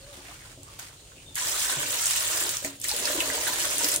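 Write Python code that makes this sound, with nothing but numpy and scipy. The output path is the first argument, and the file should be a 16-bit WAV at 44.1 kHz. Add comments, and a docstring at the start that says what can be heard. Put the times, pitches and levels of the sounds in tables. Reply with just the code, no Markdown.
"""Water is poured twice from a bucket over two pigs into a plastic tray in a wet concrete pen.
First, over a low rumble, hum and hiss, one pig whines faintly; they shuffle and slurp; the tray thuds.
At about 1.3 s the first pour begins: spray crackles on backs and floor, small bubbles fizz,
lumps of water slap, and the stream gurgles as it digs into the tray.
It dies down near 2.8 s, and the second pour follows at once and runs to the end."""
import sys
import numpy as np
from scipy import signal
from scipy.fft import rfft, irfft, next_fast_len
from scipy.io import wavfile

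SR = 44100
rng = np.random.default_rng(int(sys.argv[2]) if len(sys.argv) > 2 else 0)


def to_wav(s):
    """Save 16-bit WAV."""
    ch = np.atleast_2d(s).T  # columns
    pcm = np.round(np.clip(ch, -1, 1) * 32767)  # PCM
    wavfile.write(sys.argv[1], SR, pcm.astype(np.int16))


N = 176400
T = np.arange(N) / SR
MIC_LAG_S, TOP_HZ = 0.0004, 15750   # longest delay between left and right; upper edge of the treble
STREAM_SIDE, STREAM_SPREAD = 0.27, 0.44   # where the bubbles lie, from -1 left to 1 right


def from_db(db):
    """Turn decibels into a factor to multiply by."""
    return 10 ** (np.asarray(db) / 20)


def rms_one(x):
    """Scale a sound so that the mean of its channels has strength (rms) 1."""
    return x / np.sqrt(np.mean(np.atleast_2d(x).mean(0) ** 2) + 1e-20)


def fade(t, ring_s):
    """A fade that falls by 60 dB in the ring time."""
    return np.exp(-np.log(1000) * t / ring_s)


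def gains(rows):
    """Turn each level column into a volume curve, silent outside the listed times."""
    times, *columns = np.transpose(rows)
    return np.array([from_db(np.interp(T, times, db, left=-120, right=-120)) for db in columns])


def add(out, start_s, sound):
    """Mix a sound in at a given time."""
    i = int(np.clip(start_s * SR, 0, N - 1))
    out[..., i:i + sound.shape[-1]] += sound[..., :N - i]


def keep(x, kind, hz, order=2):
    """Keep the "low", "high" or "band" part of a sound."""
    return signal.sosfilt(signal.butter(order, hz, kind, fs=SR, output="sos"), x + 1e-18)


def coloured(x, points):
    """Shape a sound's tone with a curve through (f/Hz, level/dB) points."""
    size = next_fast_len(N + 8192, True)
    hz, db = np.transpose(points)
    grid_hz = np.maximum(np.fft.rfftfreq(size, 1 / SR), 1)
    curve = from_db(np.interp(np.log(grid_hz), np.log(hz), db))
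    # folding the cepstrum makes the filter ring only after a click, never before
    cepstrum = irfft(np.log(curve), size)
    cepstrum[1:size // 2] *= 2
    cepstrum[size // 2 + 1:] = 0
    return irfft(rfft(x, size) * np.exp(rfft(cepstrum)), size)[..., :N]


def drift(rate_hz):
    """A smooth random wobble of typical size 1."""
    step, warm_up = 40, 2000
    pole = np.exp(-2 * np.pi * step * rate_hz / SR)
    noise = rng.standard_normal(N // step + warm_up + 2)
    slow = signal.lfilter([1], [1, -2 * pole, pole * pole], noise)[warm_up:]
    return np.interp(np.arange(N) / step, np.arange(len(slow)), rms_one(slow))


def wide_noise(size):
    """Stereo noise: left and right are alike in the bass and unrelated in the treble."""
    mid, side = rng.standard_normal((2, size))
    side = keep(side, "high", hz=1360, order=1)
    return np.array([mid + side, mid - side])


def drops(per_s, spread_db):
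    """Drops land as random clicks of uneven size, each from its own direction."""
    chance, size, where = rng.random((3, N))
    at = np.flatnonzero(chance < per_s / SR)
    strength = from_db(spread_db * np.minimum(-np.log(size + 1e-9), 5))
    clicks = (strength * rng.choice([-1, 1], N))[at]
    lag = np.round((2 * where[at] - 1) * MIC_LAG_S * SR).astype(int)
    out = np.zeros((2, N))
    out[0, at] = clicks
    np.add.at(out[1], np.clip(at + lag, 0, N - 1), clicks)
    return out


def burst(decay_s):
    """A sudden spatter of droplets: noise that dies away fast."""
    t = T[:SR // 8]
    return rng.standard_normal((2, len(t))) * np.exp(-t / decay_s)


def bubble(hz, ring_s, direction):
    """Trapped air rings with a fading, rising note that reaches the nearer side first."""
    rise = 0.23   # share of pitch gained during the ring time
    delay_s = MIC_LAG_S * np.maximum([[direction], [-direction]], 0)
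    t = np.maximum(np.arange(int(ring_s * SR) + 30) / SR - delay_s, 0)
    note = np.sin(2 * np.pi * hz * t * (1 + rise * t / ring_s / 2))
    onset = 1 - np.exp(-2 * hz * t)
    return note * onset * fade(t, ring_s)


def bubbles(per_s, low_hz, high_hz, cycles, spread_db):
    """A swarm of bubbles; the short, high ones carry as much energy as the long, low ones."""
    out = np.zeros((2, N))
    for when, pitch, size, life, where, sign in rng.random((int(per_s * N / SR), 6)):
        hz = low_hz * (high_hz / low_hz) ** pitch
        strength = from_db(spread_db * min(-np.log(size + 1e-9), 3)) * np.sqrt(hz)
        ring_s = cycles * (.5 + life) / hz
        direction = STREAM_SIDE + STREAM_SPREAD * (2 * where - 1)
        add(out, when * N / SR, np.sign(sign - .5) * strength * bubble(hz, ring_s, direction))
    return rms_one(out)


# tone of the rumble: f/Hz, level/dB
RUMBLE_TONE = [(22, -22), (42, 2), (75, -4), (135, -1), (175, -12.5), (600, -48)]
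def rumble():
    """A steady, deep rumble."""
    return from_db(-55) * rms_one(coloured(wide_noise(N), RUMBLE_TONE))


# tone of the hiss: f/Hz, level/dB
HISS_TONE = [(100, -12), (220, -13.5), (330, -11.5), (550, -10.5), (800, -20.5), (1700, -31), (3000, -17),
             (6100, -23), (6800, -15), (7600, -22), (8500, -14), (9400, -24.5), (12000, -32.5),
             (15500, -29.5)]
def hiss():
    """A faint, even hiss from all around."""
    noise = keep(wide_noise(N), "high", hz=100)
    return from_db(-54.5) * rms_one(coloured(noise, HISS_TONE))


def hum(hz=99.6):
    """A wavering hum, probably a motor some way off."""
    return from_db(-62.5 + 1.5 * drift(6.3)) * np.sqrt(2) * np.sin(2 * np.pi * hz * T)


def pen_echo(x, wander_s=0.2):
    """Concrete walls echo; the treble dies first, and the pattern changes as the splash wanders."""
    t, hop = T[:SR // 2], int(wander_s * SR)
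    onset = np.clip((t - .003) / 0.0034, 0, 1)
    out = np.zeros((2, N))
    for centre in range(0, N + hop, hop):
        noise = wide_noise(len(t)) * onset
        low = keep(noise, "low", hz=2500, order=1)
        tail = low * fade(t, ring_s=0.2) + (noise - low) * fade(t, ring_s=0.12)
        tail /= np.sqrt(np.sum(tail ** 2) / 2)
        at = np.arange(max(centre - hop, 0), min(centre + hop, N))
        part = x[:, at] * np.cos(np.pi / 2 * (at - centre) / hop)   # blends into its neighbours
        add(out, at[0] / SR, signal.fftconvolve(part, tail, axes=1))
    return out


def whine(length_s=0.19, hz=551.5, waver=0.041):
    """A thin, unsteady whine from a pig further off, right at the start."""
    arch = np.sqrt(np.maximum(np.sin(np.pi * np.clip(T / length_s, 0, 1)), 0))
    volume = arch * from_db(-48 + 2 * drift(60))
    pitch_hz = hz * (1 + waver * drift(65))
    return volume * np.sin(2 * np.pi * np.cumsum(pitch_hz) / SR)


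# wet snouts slurp and squeak: t/s, length/s, f/Hz, width/Hz, level/dB
SNOUT_SLURPS = [(.012, 0.06, 4300, 112, -58), (0.251, 0.1, 2200, 1300, -52), (0.407, 0.06, 1960, 1000, -54),
                (0.653, 0.077, 1150, 260, -53), (0.966, 0.1, 4050, 380, -61),
                (1.116, 0.018, 1470, 400, -55.5), (1.154, .1, 2700, 700, -56.5),
                (1.261, 0.1, 3590, 170, -50.5)]
def slurps(clicks_per_s=900, sag=0.022):
    """Air and water sucked through a narrow gap: a crackly note that swells, fades and sags in pitch."""
    out = np.zeros((2, N))
    for start_s, length_s, hz, width_hz, db in SNOUT_SLURPS:
        progress = np.linspace(0, 1, int(length_s * SR))
        size = len(progress)
        crackle = wide_noise(size) * (rng.random(size) < clicks_per_s / SR)
        flutter = rms_one(keep(crackle, "low", width_hz / 2))
        pitch_hz = hz * (1 - sag * (progress - .5))
        note = np.sqrt(2) * np.sin(2 * np.pi * np.cumsum(pitch_hz) / SR)
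        swell = np.sin(np.pi * np.sqrt(progress))
        add(out, start_s, from_db(db) * swell * flutter * note)
    return out


# the tray's own notes: f/Hz, level/dB, ring time/s
TRAY_NOTES = [(279.4, -3, 0.34), (359.8, -3, 0.3), (480, -11, 0.11), (555, 0, 0.062), (635, -5.5, 0.095)]
def tray(force):
    """The plastic tray rings with a few low notes whenever it is hit."""
    out = 0
    for hz, db, ring_s in TRAY_NOTES:
        decay, angle = fade(1 / SR, ring_s), 2 * np.pi * hz / SR   # per sample
        feedback = [1, -2 * decay * np.cos(angle), decay * decay]
        out = out + from_db(db) * signal.lfilter([0, np.sin(angle)], feedback, force + 1e-18)
    return out


# low thuds on the tray: t/s, level/dB
TRAY_THUDS = [(0.176, -46), (0.576, -48), (1.17, -51.5), (1.289, -53), (1.77, -40), (2.646, -35),
              (3.842, -44)]
def thuds():
    """Low thuds, from bumps or falling water, set the tray ringing."""
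    force = np.zeros(N)
    for start_s, db in TRAY_THUDS:
        add(force, start_s, from_db([db]))
    return tray(force)


# tone of the wet floor: f/Hz, level/dB
FLOOR_TONE = [(150, -31), (300, -3.5), (550, -22), (750, -12.5), (1100, -8), (2000, -7.5), (7000, -10.5),
              (9000, -9.5), (12000, -18), (15500, -21)]
# how loud the shuffling is before the first pour: t/s, level/dB
SHUFFLE_LEVELS = [(0.0, -57.5), (0.285, -50.5), (0.548, -56), (0.566, -69), (0.652, -56), (0.782, -56),
                  (0.79, -46.5), (0.98, -63.5), (1.34, -61)]
# hooves and snouts meet the floor: t/s, level/dB
FLOOR_STEPS = [(0.138, -32), (0.167, -31), (0.79, -24.5)]
def shuffling():
    """Pigs move on the wet floor, making crackle, tiny bubbles and a few splashy steps."""
    volume, = gains(SHUFFLE_LEVELS)
    clicks = drops(per_s=1400, spread_db=1.6) * from_db(2.1 * drift(27))
    crackle = from_db(1) * volume * rms_one(coloured(clicks, FLOOR_TONE))
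    froth = bubbles(per_s=170, low_hz=595, high_hz=5700, cycles=24, spread_db=2.5)
    froth *= from_db(-51) * volume / volume.max()
    steps = np.zeros((2, N))
    for start_s, db in FLOOR_STEPS:
        add(steps, start_s, from_db(db) * burst(decay_s=0.015))
    return crackle + froth + coloured(steps, FLOOR_TONE)


# large pockets of air: t/s, f/Hz, level/dB, ring time/s
AIR_POCKETS = [(1.413, 981, -34.5, 0.18), (1.765, 135, -31, 0.17), (2.624, 590, -38, 0.035),
               (2.651, 595, -21.5, 0.027), (2.916, 825, -29.5, 0.073), (2.938, 466, -30, 0.059),
               (3.100, 564, -19.5, 0.023), (3.151, 335, -24, 0.046), (3.178, 317, -25, 0.098),
               (3.206, 2510, -22, 0.031), (3.300, 1930, -20, 0.031), (3.378, 897, -26, .045),
               (3.485, 974, -30, 0.14), (3.806, 928, -29.5, 0.085), (3.833, 440, -24, 0.029),
               (3.843, 288, -27.5, 0.076)]
def plops():
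    """Falling water traps pockets of air, and each rings as one big bubble."""
    out = np.zeros((2, N))
    for start_s, hz, db, ring_s in AIR_POCKETS:
        add(out, start_s, from_db(db) * bubble(hz, ring_s, STREAM_SIDE))
    return out


def splat(decay_s, low_hz, high_hz):
    """A spatter between two pitches, scaled to start at about strength 1."""
    sound = keep(burst(decay_s), "band", [low_hz, high_hz])
    return sound / np.sqrt(np.sum(sound ** 2) / (decay_s * SR))


# drops and lumps of water land: t/s, level/dB, f/Hz (middle of the splat)
WATER_SLAPS = [(.632, -28, 7560), (0.791, -26, 13000), (.796, -22.5, 6950), (1.355, -12, 10900),
               (1.363, -23, 1770), (1.378, -18.5, 1800), (1.83, -20, 1620), (2.057, -6, 7600),
               (2.109, -8, 7700), (2.18, -27, 3960), (2.492, -9.5, 7200), (2.569, -12, 6500),
               (2.646, -17, 2140), (2.648, -11.5, 7350), (2.800, -23, 12000), (2.815, -17, 7900),
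               (2.842, -12.5, 7900), (2.850, -19, 1960), (2.884, -10, 8900), (2.892, -10.5, 4630),
               (2.914, -11.5, 4500), (2.9642, -11.5, 9800), (3.054, -10, 4900), (3.074, -13.5, 1580),
               (3.204, -8.5, 2680), (3.468, -17, 1750), (3.653, -10, 8800), (3.782, -7.5, 8000),
               (3.835, -12, 7000), (3.844, -6.5, 5300), (3.888, -10, 8900), (3.917, -9.5, 7600),
               (3.941, -8, 8900), (3.961, -5, 8500)]
def slaps(width_ratio=1.17):
    """Each lump of water lands with a bright snap and a splat around its own pitch."""
    out = np.zeros((2, N))
    for start_s, db, hz in WATER_SLAPS:
        decay_s = 0.003 * np.sqrt(4960 / hz)   # lower splats last longer
        body = from_db(-8.5) * splat(decay_s, hz / width_ratio, hz * width_ratio)
        snap = from_db(-12) * splat(decay_s=0.0017, low_hz=3500, high_hz=TOP_HZ)
        add(out, start_s, from_db(db) * (body + snap))
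    return out


# tone of the churning under the stream: f/Hz, level/dB
CHURN_TONE = [(130, -13.5), (220, -15), (290, -10), (450, -5), (600, 11), (780, -9.5), (2500, -43)]
def gurgle():
    """The stream digs into the water, makes big bubbles, churns and drums on the tray."""
    glugs = bubbles(per_s=480, low_hz=298.5, high_hz=704, cycles=24, spread_db=3)
    churn = rms_one(coloured(drops(per_s=900, spread_db=1.1), CHURN_TONE))
    drumming = rms_one(tray(drops(per_s=400, spread_db=4)[0]))
    return from_db(-4) * glugs + from_db(-6) * churn + from_db(-9.5) * drumming


# tone of sloshing water: f/Hz, level/dB
SLOSH_TONE = [(400, -17.5), (620, -4.5), (800, -2), (1000, -0.5), (1200, -4.5), (1800, 3), (2500, -8),
              (4000, 0), (9000, -42)]
def fizz():
    """Small bubbles ring while sheets of water break with a slosh."""
    swarm = bubbles(per_s=600, low_hz=904, high_hz=3460, cycles=32, spread_db=5)
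    slosh = rms_one(coloured(drops(per_s=900, spread_db=2), SLOSH_TONE))
    return from_db(-5.5) * swarm + from_db(-4.5) * slosh


# borders between the pitch bands, one band for each size of drop: f/Hz
DROP_BANDS = [700, 2200, 3300, 4700, 6500, 8800, 11800, 16000]
# tone of the spray: f/Hz, level/dB
SPRAY_TONE = [(700, -23), (1800, -5.5), (3200, -4), (5000, -3.5), (7300, 2.5), (9300, 0), (11700, -7.5),
              (15500, -5)]
def spray(clumps):
    """Drops of each size tick on backs and floor in their own flurries; the tiniest bubbles tinkle."""
    ticks = 0
    for edges_hz in zip(DROP_BANDS, DROP_BANDS[1:]):
        flurries = drops(per_s=2600, spread_db=2.5) * from_db(2.5 * drift(44))
        ticks = ticks + keep(flurries, "band", edges_hz)
    crackle = rms_one(coloured(ticks * from_db(1.6 * clumps), SPRAY_TONE))
    tinkle = bubbles(per_s=300, low_hz=2610, high_hz=8530, cycles=75, spread_db=3)
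    return crackle + from_db(-9) * tinkle


# one list for each pour: t/s, spray level/dB, fizz level/dB, gurgle level/dB
POUR_LEVELS = [
    [(1.345, -48, -79, -70), (1.363, -33, -40, -64), (1.491, -30, -38.5, -43.5), (1.625, -30, -37, -54),
     (1.765, -33, -35, -41), (1.927, -32, -40.5, -47), (2.077, -28.5, -38, -54.5), (2.43, -30.5, -35, -40),
     (2.577, -38.5, -44.5, -55), (2.597, -41.5, -49, -78), (2.625, -37.5, -48, -41.5),
     (2.653, -37, -44.5, -63), (2.725, -52, -50.5, -55), (2.77, -52, -67, -64)],
    [(2.775, -62, -71, -59), (2.836, -40, -70, -71), (2.846, -32.5, -51, -49), (2.869, -34, -48, -51),
     (2.893, -32.5, -38.5, -57), (2.947, -35, -39, -42), (2.985, -31, -37.5, -41.5),
     (3.197, -33.5, -35.5, -36), (3.207, -30.5, -32, -48), (3.221, -33.5, -36, -36),
     (3.537, -32, -35, -42.5), (3.947, -29.5, -39, -40.5), (4.0, -47, -58, -44.5)],
]
def pouring():
    """Two pours of high spray, middle fizz and low gurgle; spray and fizz flicker together."""
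    spray_volume, fizz_volume, gurgle_volume = sum(gains(pour) for pour in POUR_LEVELS)
    clumps = drift(56)
    fizz_volume *= from_db(1.2 * clumps)
    return spray_volume * spray(clumps) + fizz_volume * fizz() + gurgle_volume * gurgle()


def scene():
    """Water, pigs and tray echo in the pen, over a hiss, a rumble and a hum."""
    water = pouring() + slaps() + plops()
    pigs = shuffling() + slurps() + whine()
    near = water + pigs + thuds()
    in_pen = near + from_db(-6) * pen_echo(near)
    return from_db(-1.59) * in_pen + hiss() + rumble() + hum()


# how much louder the left microphone is than the right: f/Hz, level/dB
LEFT_OVER_RIGHT = [(400, 0.5), (800, 0), (1050, 2), (1350, -2), (1750, -3.5), (2700, -1), (3800, 1.5),
                   (5000, -1), (6700, -4), (8200, -2), (9500, 5.5), (11500, -0.5), (13000, 2),
                   (15000, -7.5)]
def record(dry):
    """Each microphone has its own tone, and the highest treble is cut off."""
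    left = coloured(dry[0], [(hz, db / 2) for hz, db in LEFT_OVER_RIGHT])
    right = coloured(dry[1], [(hz, -db / 2) for hz, db in LEFT_OVER_RIGHT])
    treble_cut = signal.ellip(12, .1, 80, TOP_HZ, fs=SR, output="sos")
    return signal.sosfilt(treble_cut, np.array([left, right]))


dry = scene()
out = record(dry)
to_wav(out)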